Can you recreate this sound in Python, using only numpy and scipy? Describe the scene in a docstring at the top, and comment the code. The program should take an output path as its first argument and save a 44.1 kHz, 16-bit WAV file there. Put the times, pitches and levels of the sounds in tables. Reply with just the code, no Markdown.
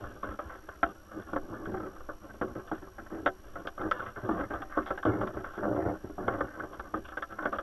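"""Crayfish trap on a river bed

A camera in a sealed housing is fixed inside a wire-mesh trap on a river bed.
Close by, legs and claws scrape, knock and drag on the mesh; filtered slips and blows set frame, mesh,
housing and wires ringing in tuned modes. Shoves sway the whole trap. The current is deep, narrow noise;
the camera's electronics add shaped hiss, a thin steady tone and a whine that restarts with each picture.
"""
import sys
import numpy as np
from scipy import signal
from scipy.fft import rfft, irfft
from scipy.io import wavfile

SR = 44100
rng = np.random.default_rng(int(sys.argv[2]) if len(sys.argv) > 2 else 0)


def materialize(psi):
    """Save the field psi as 16-bit PCM at rate SR to the path in sys.argv[1].

    A 1-D psi becomes a single channel; in a 2-D psi each row is a channel.
    """
    bounded = np.clip(np.atleast_2d(psi).T, -1, 1)
    quanta = np.round(bounded * 32767).astype(np.int16)
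    wavfile.write(sys.argv[1], SR, quanta)


N = 336042     # length in samples


def from_db(db):
    """Gain of a level in dB."""
    return 10 ** (np.asarray(db) / 20)


def rms_one(x):
    """Scaled to rms 1."""
    return x / np.sqrt(np.mean(x ** 2) + 1e-20)


def dull(x, cutoff_hz):
    """Steep low-pass: takes the treble out of a force or noise."""
    return signal.sosfilt(signal.butter(4, cutoff_hz, fs=SR, output="sos"), x)


def in_time(rows):
    """Columns of a curve table, interpolated at every sample."""
    s, *columns = np.transpose(rows)
    return [np.interp(np.arange(N) / SR, s, column) for column in columns]


def drift(rate_hz):
    """Slow chance: noise at every 40th sample through a double one-pole low-pass; spread 1."""
    step = 40
    r = np.exp(-2 * np.pi * rate_hz * step / SR)
    noise = rng.standard_normal(N // step + 2002)
    slow = signal.lfilter([1], [1, -2 * r, r * r], noise)[2000:]     # drop the filter's run-in
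    return np.interp(np.arange(N) / step, np.arange(len(slow)), rms_one(slow))


def grains(per_s, spread_db, count):
    """Random clicks of uneven size and sign over count samples."""
    sizes_db = spread_db * np.minimum(rng.exponential(1, count), 4)
    sizes = from_db(sizes_db) * rng.choice([-1, 1], count)
    return sizes * (rng.random(count) < per_s / SR)


# The deep flow noise
FLOW_DB, FLOW_HZ = -51.5, 11.7     # middle rms level, pitch of the slow swing


def current():
    """The river rocks the housing: a deep rumble around one slow swing, its level drifting."""
    edges_hz = [FLOW_HZ / 1.25, FLOW_HZ * 1.2]
    band = signal.butter(1, edges_hz, "band", fs=SR, output="sos")
    rumble = dull(signal.sosfilt(band, rng.standard_normal(N)), 60)
    return from_db(FLOW_DB + 3.1 * drift(1.3)) * rms_one(rumble)


# Spectrum of the electronics' hiss: pitch_hz [Hz], relative level_db [dB per Hz]
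HISS = [(30, 18.5), (1000, 14.5), (3300, 2), (4200, 2.5), (6300, 1), (9000, -3), (10700, -2), (12100, -8),
        (13000, -7.5), (15000, -12)]
# Unbroken runs of pictures, the rhythm skipping between them: first_s [s], last_s [s]
PICTURE_RUNS = [(-.01231, .905), (.91528, 7.62)]
# Whine during readout: pitch_hz [Hz], level_db [dB rms]
WHINE = [(5706, -67.5), (11412, -70)]
HISS_DB = -64.5     # rms
PICTURES_PER_S = 59.94
READOUT_SHARE = 0.4     # part of each picture during which the sensor is read
TONE_HZ, TONE_DB = 2999.66, -81     # level in dB rms


def electronics():
    """Hiss, a thin steady tone, and a whine that starts anew with each picture's readout."""
    t = np.arange(N) / SR
    hz = np.maximum(np.arange(N // 2 + 1) * SR / N, 1)
    shape_hz, shape_db = np.transpose(HISS)
    shape = from_db(np.interp(np.log(hz), np.log(shape_hz), shape_db))
    hiss = from_db(HISS_DB) * rms_one(irfft(rfft(rng.standard_normal(N)) * shape, N))
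    whine = 0
    for first_s, last_s in PICTURE_RUNS:
        picture, part = np.divmod((t - first_s) * PICTURES_PER_S, 1)
        since_s = part / PICTURES_PER_S
        in_run = (picture >= 0) & (t - since_s < last_s + .001)
        reading = (part < READOUT_SHARE) & in_run
        phase = 2.1 * drift(7)     # the phase wanders [rad]
        for pitch_hz, level_db in WHINE:
            whine = whine + reading * from_db(level_db) * np.sin(2 * np.pi * pitch_hz * since_s + phase)
    tone = from_db(TONE_DB) * np.sin(2 * np.pi * TONE_HZ * t)
    return hiss + np.sqrt(2) * (whine + tone)     # a sine of rms 1 peaks at sqrt(2)


# Ringing modes of the whole trap, its frame, its mesh, the camera housing and single wires:
# pitch_hz [Hz], width_hz [Hz], level_db [dB, relative gain at that pitch]
SWAY = [(49, 31, -4)]
FRAME = [(98, 6, -22), (112.3, 14.3, -4.5), (119.4, 17, -25), (187.2, 4, -7), (212.3, 7.8, -3.5),
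         (242.5, 16.5, -8), (294, 10, -4.5), (317.4, 23, 0.5), (371.7, 10.7, -2), (398, 8.9, -7.5)]
MESH = [(510.5, 14.7, -4), (549.8, 27, -2), (592.6, 38, -1.5), (681.6, 24.5, -5.5), (769, 14.2, -10),
        (808, 60, -17.5)]
HOUSING = [(1003, 11.3, -4), (1090, 64, -1.5), (1195, 65, -0.5), (1326.4, 65, -0.5), (1453.6, 84, -1.5),
           (1542, 90.4, -1), (1700, 83, -7), (1778, 88, -9.5), (2150, 118, -16.5)]
WIRE = [(2290, 205, 3), (2814, 115, 9), (3022, 174, 6), (3342, 345, 6), (3700, 340, -7), (5650, 7500, -28)]
# Low-pass on the force that reaches each body
FRAME_DULL_HZ, MESH_DULL_HZ, HOUSING_DULL_HZ, WIRE_DULL_HZ = 548, 1008, 2530, 4330
IN_STEP_BELOW_HZ = 950     # low modes move the wall together at first


def ring(force, modes, strengths):
    """Parallel resonators, each driven at its own strength; high neighbours swing against each other."""
    out = 0
    for k, ((pitch_hz, width_hz, level_db), strength) in enumerate(zip(modes, strengths)):
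        r = np.exp(-np.pi * width_hz / SR)     # wider modes die sooner
        poles = [1, -2 * r * np.cos(2 * np.pi * pitch_hz / SR), r * r]
        sign = 1 if pitch_hz < IN_STEP_BELOW_HZ else (-1) ** k
        mode = signal.lfilter([1 - r, 0, r - 1], poles, force * strength + 1e-18)
        out = out + sign * from_db(level_db) * mode
    return out


def rubbed(force, modes, patchy_db):
    """The contact point wanders, so each mode swells and fades while their joint power holds; rms 1."""
    wander_hz = 12
    swells = np.array([from_db(patchy_db * drift(wander_hz)) for _ in modes])
    _, width_hz, level_db = np.transpose(modes)
    joint = np.sqrt((from_db(level_db) ** 2 * width_hz) @ swells ** 2)
    return rms_one(ring(force, modes, swells / joint))


# Strokes of legs along the mesh: start_s [s], length_s [s], level_db [dB, at the housing],
# weight_db [dB, frame over housing], hardness_db [dB, wire over housing]
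STROKES = [(0.0, 0.17, -55, 8.5, -15.5), (0.227, .12, -45, 1, -21.5), (0.411, .07, -53, -1, -21),
           (0.498, 0.098, -54.5, -4.5, -19), (0.698, 0.044, -51.5, -15, -22),
           (0.858, 0.034, -44.5, 1.5, -19), (1.108, 0.11, -49.5, 0, -23), (1.158, 0.039, -52.5, 13, -23),
           (1.257, 0.084, -52.5, 3.5, -20), (1.427, 0.14, -56, 14.5, -20), (1.518, 0.12, -49, 9.5, -27),
           (1.667, 0.14, -51.5, 15, -24), (1.796, 0.091, -45, 6, -26), (1.91, 0.1, -60, 8.5, -20),
           (2.087, 0.053, -61.5, 11, -22), (2.211, 0.14, -57.5, 7, -20), (2.43, 0.082, -51.5, 11, -23),
           (2.548, 0.055, -47, 7.5, -24), (2.63, 0.039, -55, 0, -22), (2.736, 0.022, -44.5, -3, -19),
           (2.817, 0.026, -53, 9, -21), (2.987, 0.04, -64, 15, -24), (3.117, 0.072, -48, 11.5, -23),
           (3.22, 0.073, -63.5, 20.5, -20), (3.451, 0.058, -59, 6.5, -14), (3.582, 0.036, -50, 3, -18),
           (3.79, 0.055, -40.5, 2.5, -32), (3.848, 0.016, -40, 11, -28), (3.909, 0.19, -42, -5, -20),
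           (4.163, 0.043, -45, 2.5, -26), (4.228, 0.045, -44, 9, -22), (4.302, .14, -40.5, 6.5, -25),
           (4.497, 0.14, -48, 4.5, -35), (4.692, 0.26, -49.5, -8, -22), (4.79, 0.033, -60, -7, -22),
           (4.865, 0.06, -50.5, -13, -27), (5.055, 0.062, -36, 11, -30), (5.13, 0.11, -45, 13, -28),
           (5.257, 0.048, -44, 5, -25), (5.327, 0.12, -51, 8.5, -23), (5.45, 0.058, -47, -7, -24),
           (5.57, 0.38, -45.5, 6.5, -27.5), (6.035, 0.025, -54, 16.5, -22), (6.197, 0.16, -49.5, 12.5, -28),
           (6.275, .17, -41.5, 1.5, -28), (6.457, 0.12, -49.5, -1.5, -27), (6.571, 0.077, -47.5, 5.5, -27),
           (6.691, 0.082, -53, 1.5, -22), (6.82, 0.077, -53.5, 0.5, -26), (6.934, 0.052, -48, 11, -18),
           (7.043, 0.064, -51.5, -16, -10), (7.291, 0.15, -48, -3.5, -24), (7.401, 0.085, -42, -2, -33),
           (7.518, 0.041, -45.5, 3.5, -16)]
STROKE_ATTACK_S, STROKE_SAG_DB, STROKE_RELEASE_DB_PER_S = 0.0081, 1.5, 394
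STROKE_MESH_DB, STROKE_MESH_FOLLOWS = -0.5, 0.53     # mesh over housing; share of the weight
# Faint shuffling that never stops: housing and mesh, frame over housing, wire
STIR_DB, STIR_WEIGHT_DB, STIR_WIRE_DB = -62, 3, -77.5


def stroke_levels():
    """Strokes set in, sag and let go, adding power to the shuffling; gains of frame, mesh, housing, wire."""
    t = np.arange(N) / SR
    stir_db = [[STIR_DB + STIR_WEIGHT_DB], [STIR_DB], [STIR_DB], [STIR_WIRE_DB]]
    power = np.ones((4, N)) * from_db(stir_db) ** 2
    for start_s, length_s, level_db, weight_db, hardness_db in STROKES:
        part = slice(int(start_s * SR), int((start_s + length_s + .15) * SR))
        since_s = t[part] - start_s
        sag_db = STROKE_SAG_DB * np.minimum(since_s / length_s, 1)
        release_db = STROKE_RELEASE_DB_PER_S * np.maximum(since_s - length_s, 0)
        attack = np.minimum(since_s / STROKE_ATTACK_S, 1)
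        shape = attack * from_db(level_db - sag_db - release_db)
        mesh_db = STROKE_MESH_DB + STROKE_MESH_FOLLOWS * weight_db
        shares_db = np.array([weight_db, mesh_db, 0, hardness_db])
        power[:, part] += (shape * from_db(shares_db)[:, None]) ** 2
    return np.sqrt(power)


RUB_DULL_HZ = 1870     # a soft leg excites the housing less high than a blow
SWAY_REST_DB = -55     # constant rms, before the 45 Hz cut in scene()


def scraping():
    """One clumped stream of tiny slips sets frame, mesh, housing, wires and the whole trap ringing."""
    frame, mesh, housing, wire = stroke_levels()
    slips = grains(2500, spread_db=3.0, count=N) * from_db(2.3 * drift(37.5))
    frame = frame * rubbed(dull(slips, FRAME_DULL_HZ), FRAME, patchy_db=3.5)
    mesh = mesh * rubbed(dull(slips, MESH_DULL_HZ), MESH, patchy_db=2.5)
    housing = housing * rubbed(dull(slips, RUB_DULL_HZ), HOUSING, patchy_db=4.0)
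    wire = wire * rubbed(dull(slips, WIRE_DULL_HZ), WIRE, patchy_db=0.5)
    sway = from_db(SWAY_REST_DB) * rubbed(dull(slips, 79.0), SWAY, patchy_db=0)
    return frame + mesh + housing + wire + sway


# Shoves that rock the whole trap: start_s [s], level_db [dB peak of one shove, before the 45 Hz cut]
SHOVES = [(0.029, -37), (0.282, -33), (0.452, -36), (.69, -45), (0.828, -35), (1.14, -54), (1.349, -41),
          (1.73, -42), (2.0, -46), (2.42, -44), (2.509, -40), (2.72, -50), (3.13, -50), (3.2, -44),
          (3.85, -38), (4.3, -41), (4.401, -33), (4.539, -35.5), (4.779, -42), (4.902, -45), (5.07, -41),
          (5.2, -35), (5.35, -37), (5.701, -42), (5.87, -37), (6.269, -38), (6.419, -36), (6.631, -44),
          (6.781, -37), (7.57, -46)]
SHOVE_DULL_HZ = 91


def shoves():
    """Each shove is a soft push, to either side, that sets the whole trap swaying."""
    start_s, level_db = np.transpose(SHOVES)
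    pushes = np.zeros(N)
    pushes[(start_s * SR).astype(int)] = from_db(level_db) * rng.choice([-1, 1], len(start_s))
    unit_push = np.eye(1, SR // 10)[0]
    sway = ring(dull(pushes, SHOVE_DULL_HZ), SWAY, [1])
    unit_sway = ring(dull(unit_push, SHOVE_DULL_HZ), SWAY, [1])
    return sway / np.abs(unit_sway).max()


# Claws and shells knocking: start_s [s], level_db [dB peak at the housing],
# weight_db [dB, frame over housing], hardness_db [dB, wire over housing],
# pitch_hz [Hz, where the housing rings most], contact_s [s, until the force has dropped 60 dB]
KNOCKS = [(0.0399, -32.5, -16, -26, 1410, 0.072), (0.2317, -26, -27, -29, 1240, 0.075),
          (0.3919, -26, -10, -24, 1130, 0.049), (0.4977, -34, -23, -34, 1330, 0.17),
          (0.5546, -38.5, -7, -20, 1500, 0.047), (0.6898, -30.5, -7, -23, 1490, 0.021),
          (0.832, -12.5, -14, -22.5, 1420, 0.038), (1.1174, -36.5, -17, -29, 1270, 0.028),
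          (1.2237, -42, -21, -14, 1540, 0.046), (1.3337, -26.5, 0, -31, 1150, 0.055),
          (1.3631, -23, -3, -27, 1360, 0.052), (1.5413, -32.5, -12, -29, 1360, 0.073),
          (1.6567, -31, -24, -20, 1330, 0.047), (1.7439, -30.5, 1, -31, 1190, 0.051),
          (1.7723, -33, -23, -29, 1530, 0.039), (1.964, -39.5, -20, -25, 1250, 0.032),
          (2.0066, -38.5, -13, -27, 1330, 0.041), (2.0905, -31, -3, -34, 1190, 0.058),
          (2.4151, -24, -0.5, -26, 1230, 0.064), (2.5579, -45, 12, -35, 1300, 0.048),
          (2.6768, -40, -18, -14, 1300, 0.073), (2.717, -25, 0, -30.5, 1340, 0.055),
          (2.8739, -42, -1, -23, 1160, 0.046), (2.9846, -34, -9, -29, 1470, 0.069),
          (3.0654, -40, -10, -23, 1590, 0.039), (3.1039, -42, -3, -31, 1270, 0.062),
          (3.2628, -14.5, -10.5, -18.5, 1620, 0.059), (3.5586, -31, -8, -28, 1410, 0.053),
          (3.6518, -37.5, 4, -45, 1140, 0.086), (3.674, -24.5, -13.5, -10.5, 1590, 0.039),
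          (3.7794, -30.5, -12, -27, 1360, 0.045), (3.8162, -30, -8, -19, 1110, 0.029),
          (3.9145, -14.5, -25, -17.5, 1590, 0.039), (3.9952, -28.5, -15, -34, 1550, 0.055),
          (4.1614, -33.5, -24, -25, 1630, 0.1), (4.2918, -24.5, 3, -37, 1120, 0.048),
          (4.5085, -31.5, -2, -27, 1130, 0.16), (4.5389, -26, -12, -22.5, 1190, 0.085),
          (4.6217, -27, -17.5, -18, 1460, 0.041), (4.6982, -59, -30, -28, 1500, 0.11),
          (4.7234, -32, -40, -32, 1470, 0.17), (4.7746, -20, 0, -31.5, 1150, 0.08),
          (4.8634, -30, -16, -15, 1590, 0.14), (4.9077, -22.5, -3.5, -29, 1080, 0.037),
          (4.9781, -28, -11.5, -21, 1590, 0.06), (5.0303, -26, -27, -20, 1446, 0.026),
          (5.0539, -20.5, 1.5, -23.5, 1180, 0.065), (5.214, -24.5, -6.5, -22.5, 1140, 0.085),
          (5.275, -28.5, -21, -18, 1250, 0.032), (5.3715, -31.5, 6.5, -43, 1260, 0.02),
          (5.4446, -27, -17, -28, 1460, 0.04), (5.5378, -37, -10, -20, 1300, 0.17),
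          (5.5798, -33.5, 8, -24, 1450, 0.055), (5.6323, -27, -7, -34, 1190, 0.051),
          (5.653, -29.5, -3, -42, 1200, 0.042), (5.8635, -37, 16.5, -48, 1330, 0.032),
          (5.9534, -44, -6, -29, 1120, 0.035), (6.0995, -46, 12.5, -37, 1180, 0.038),
          (6.1825, -33.5, 4, -33, 1190, 0.067), (6.2295, -38, -5, -31, 1480, 0.065),
          (6.282, -17.5, -4.5, -24, 1450, 0.035), (6.3497, -31, -5, -39, 1190, 0.051),
          (6.4086, -19, -7.5, -31, 1540, 0.034), (6.5986, -29, -13, -24, 1460, 0.03),
          (6.6364, -32, -1.5, -31, 1260, 0.045), (6.732, -35, -13, -20, 1040, 0.084),
          (6.7975, -26.5, -12, -22, 1450, 0.037), (6.9417, -21.5, -7, -40, 1280, 0.034),
          (7.0887, -32, -19, -19, 1560, 0.03), (7.1211, -36, -12, -28, 1240, 0.077),
          (7.1735, -24, -14, -24, 1560, 0.057), (7.225, -23.5, -25.5, -18, 1570, 0.047),
          (7.3146, -44, -18, -23, 1340, 0.047), (7.389, -23.5, -20, -34, 1480, 0.03),
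          (7.4289, -30, -27, -26, 1290, 0.033), (7.4566, -18.5, -8, -27.5, 1630, 0.05),
          (7.5274, -23, -11, -28, 1340, 0.086), (7.5871, -22.5, -16.5, -21, 1240, 0.051)]
KNOCK_MESH_DB, KNOCK_MESH_FOLLOWS = 1.5, 0.5     # mesh over housing; share of the weight
KNOCK_FOCUS_DB = 16     # housing modes an octave from the favoured pitch lose this much


def knocks():
    """A blow is a first tick and a rattle that holds, then drops; it strikes every mode with a new strength."""
    out, size = np.zeros(N + SR), SR // 6
    since_s = np.arange(size) / SR
    fade = np.minimum(1, np.arange(size)[::-1] / 800)
    for start_s, level_db, weight_db, hardness_db, favoured_hz, contact_s in KNOCKS:
        rattle = rms_one(grains(2500, spread_db=2.5, count=size))
        rattle[0] = 15.6     # the first tick
        force = rattle * from_db(-60 * (since_s / max(contact_s, .005)) ** 1.724)
        hardness = np.clip((hardness_db + 43.5) / 12, -1.5, 2)
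        start = round((start_s - .002) * SR)     # the sound needs a moment to build up to its peak
        mesh_db = KNOCK_MESH_DB + KNOCK_MESH_FOLLOWS * weight_db
        bodies = [(HOUSING, HOUSING_DULL_HZ, 0), (FRAME, FRAME_DULL_HZ, weight_db),
                  (MESH, MESH_DULL_HZ, mesh_db), (WIRE, WIRE_DULL_HZ, hardness_db)]
        for modes, dull_hz, share_db in bodies:
            pitch_hz = np.array(modes)[:, 0]
            if modes is HOUSING:
                tilt_db = -KNOCK_FOCUS_DB * np.abs(np.log2(pitch_hz / favoured_hz))
            else:     # harder blows favour the upper modes
                tilt_db = 10.6 * hardness * np.log2(pitch_hz / pitch_hz[0])
            strengths = from_db(tilt_db + rng.normal(0, 2.4, len(modes)))
            sound = ring(dull(force, dull_hz), modes, strengths)
            out[start:][:size] += from_db(level_db + share_db) * fade * sound / np.abs(sound).max()
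    return out[:N]


# A claw dragged across the wires, as a curve: start_s [s], slips_per_s [1/s, middle rate],
# level_db [dB, mesh]
DRAG = [(5.6, 80, -40.5), (5.606, 66.6, -46), (5.658, 74.9, -33.5), (5.742, 54, -34), (5.796, 77.5, -31.5),
        (5.84, 83.7, -38), (5.882, 85, -31.5), (5.96, 70, -48)]


def dragging():
    """Nearly even slips, uneven in strength, ring the mesh and slightly more strongly the frame."""
    slips_per_s, level_db = in_time(DRAG)
    turns = np.cumsum(slips_per_s * (1 + 0.054 * drift(43))) / SR
    ticks = np.diff(np.floor(turns), prepend=0)     # one slip per whole turn
    slips = ticks * from_db(1.6 * rng.standard_normal(N))
    t = np.arange(N) / SR
    from_ends_s = np.minimum(t - DRAG[0][0], DRAG[-1][0] - t)
    contact = np.clip(from_ends_s / 0.0081, 0, 1)
    mesh = rubbed(dull(slips, MESH_DULL_HZ), MESH, patchy_db=4.5)
    frame = rubbed(dull(slips, FRAME_DULL_HZ), FRAME, patchy_db=3)
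    return contact * from_db(level_db) * (mesh + from_db(1) * frame)


def scene():
    """Trap sounds, thinned steeply below 45 Hz, current and electronics are summed into one channel."""
    above_45_hz = signal.butter(4, 45, "high", fs=SR, output="sos")
    trap = signal.sosfilt(above_45_hz, scraping() + knocks() + dragging() + shoves())
    return (trap + current() + electronics())[None]


CUTOFF_HZ = 15050


def record(dry):
    """The top is cut steeply."""
    low_pass = signal.ellip(12, .5, 60, CUTOFF_HZ, fs=SR, output="sos")
    return signal.sosfilt(low_pass, dry)


dry = scene()
out = record(dry)
materialize(out)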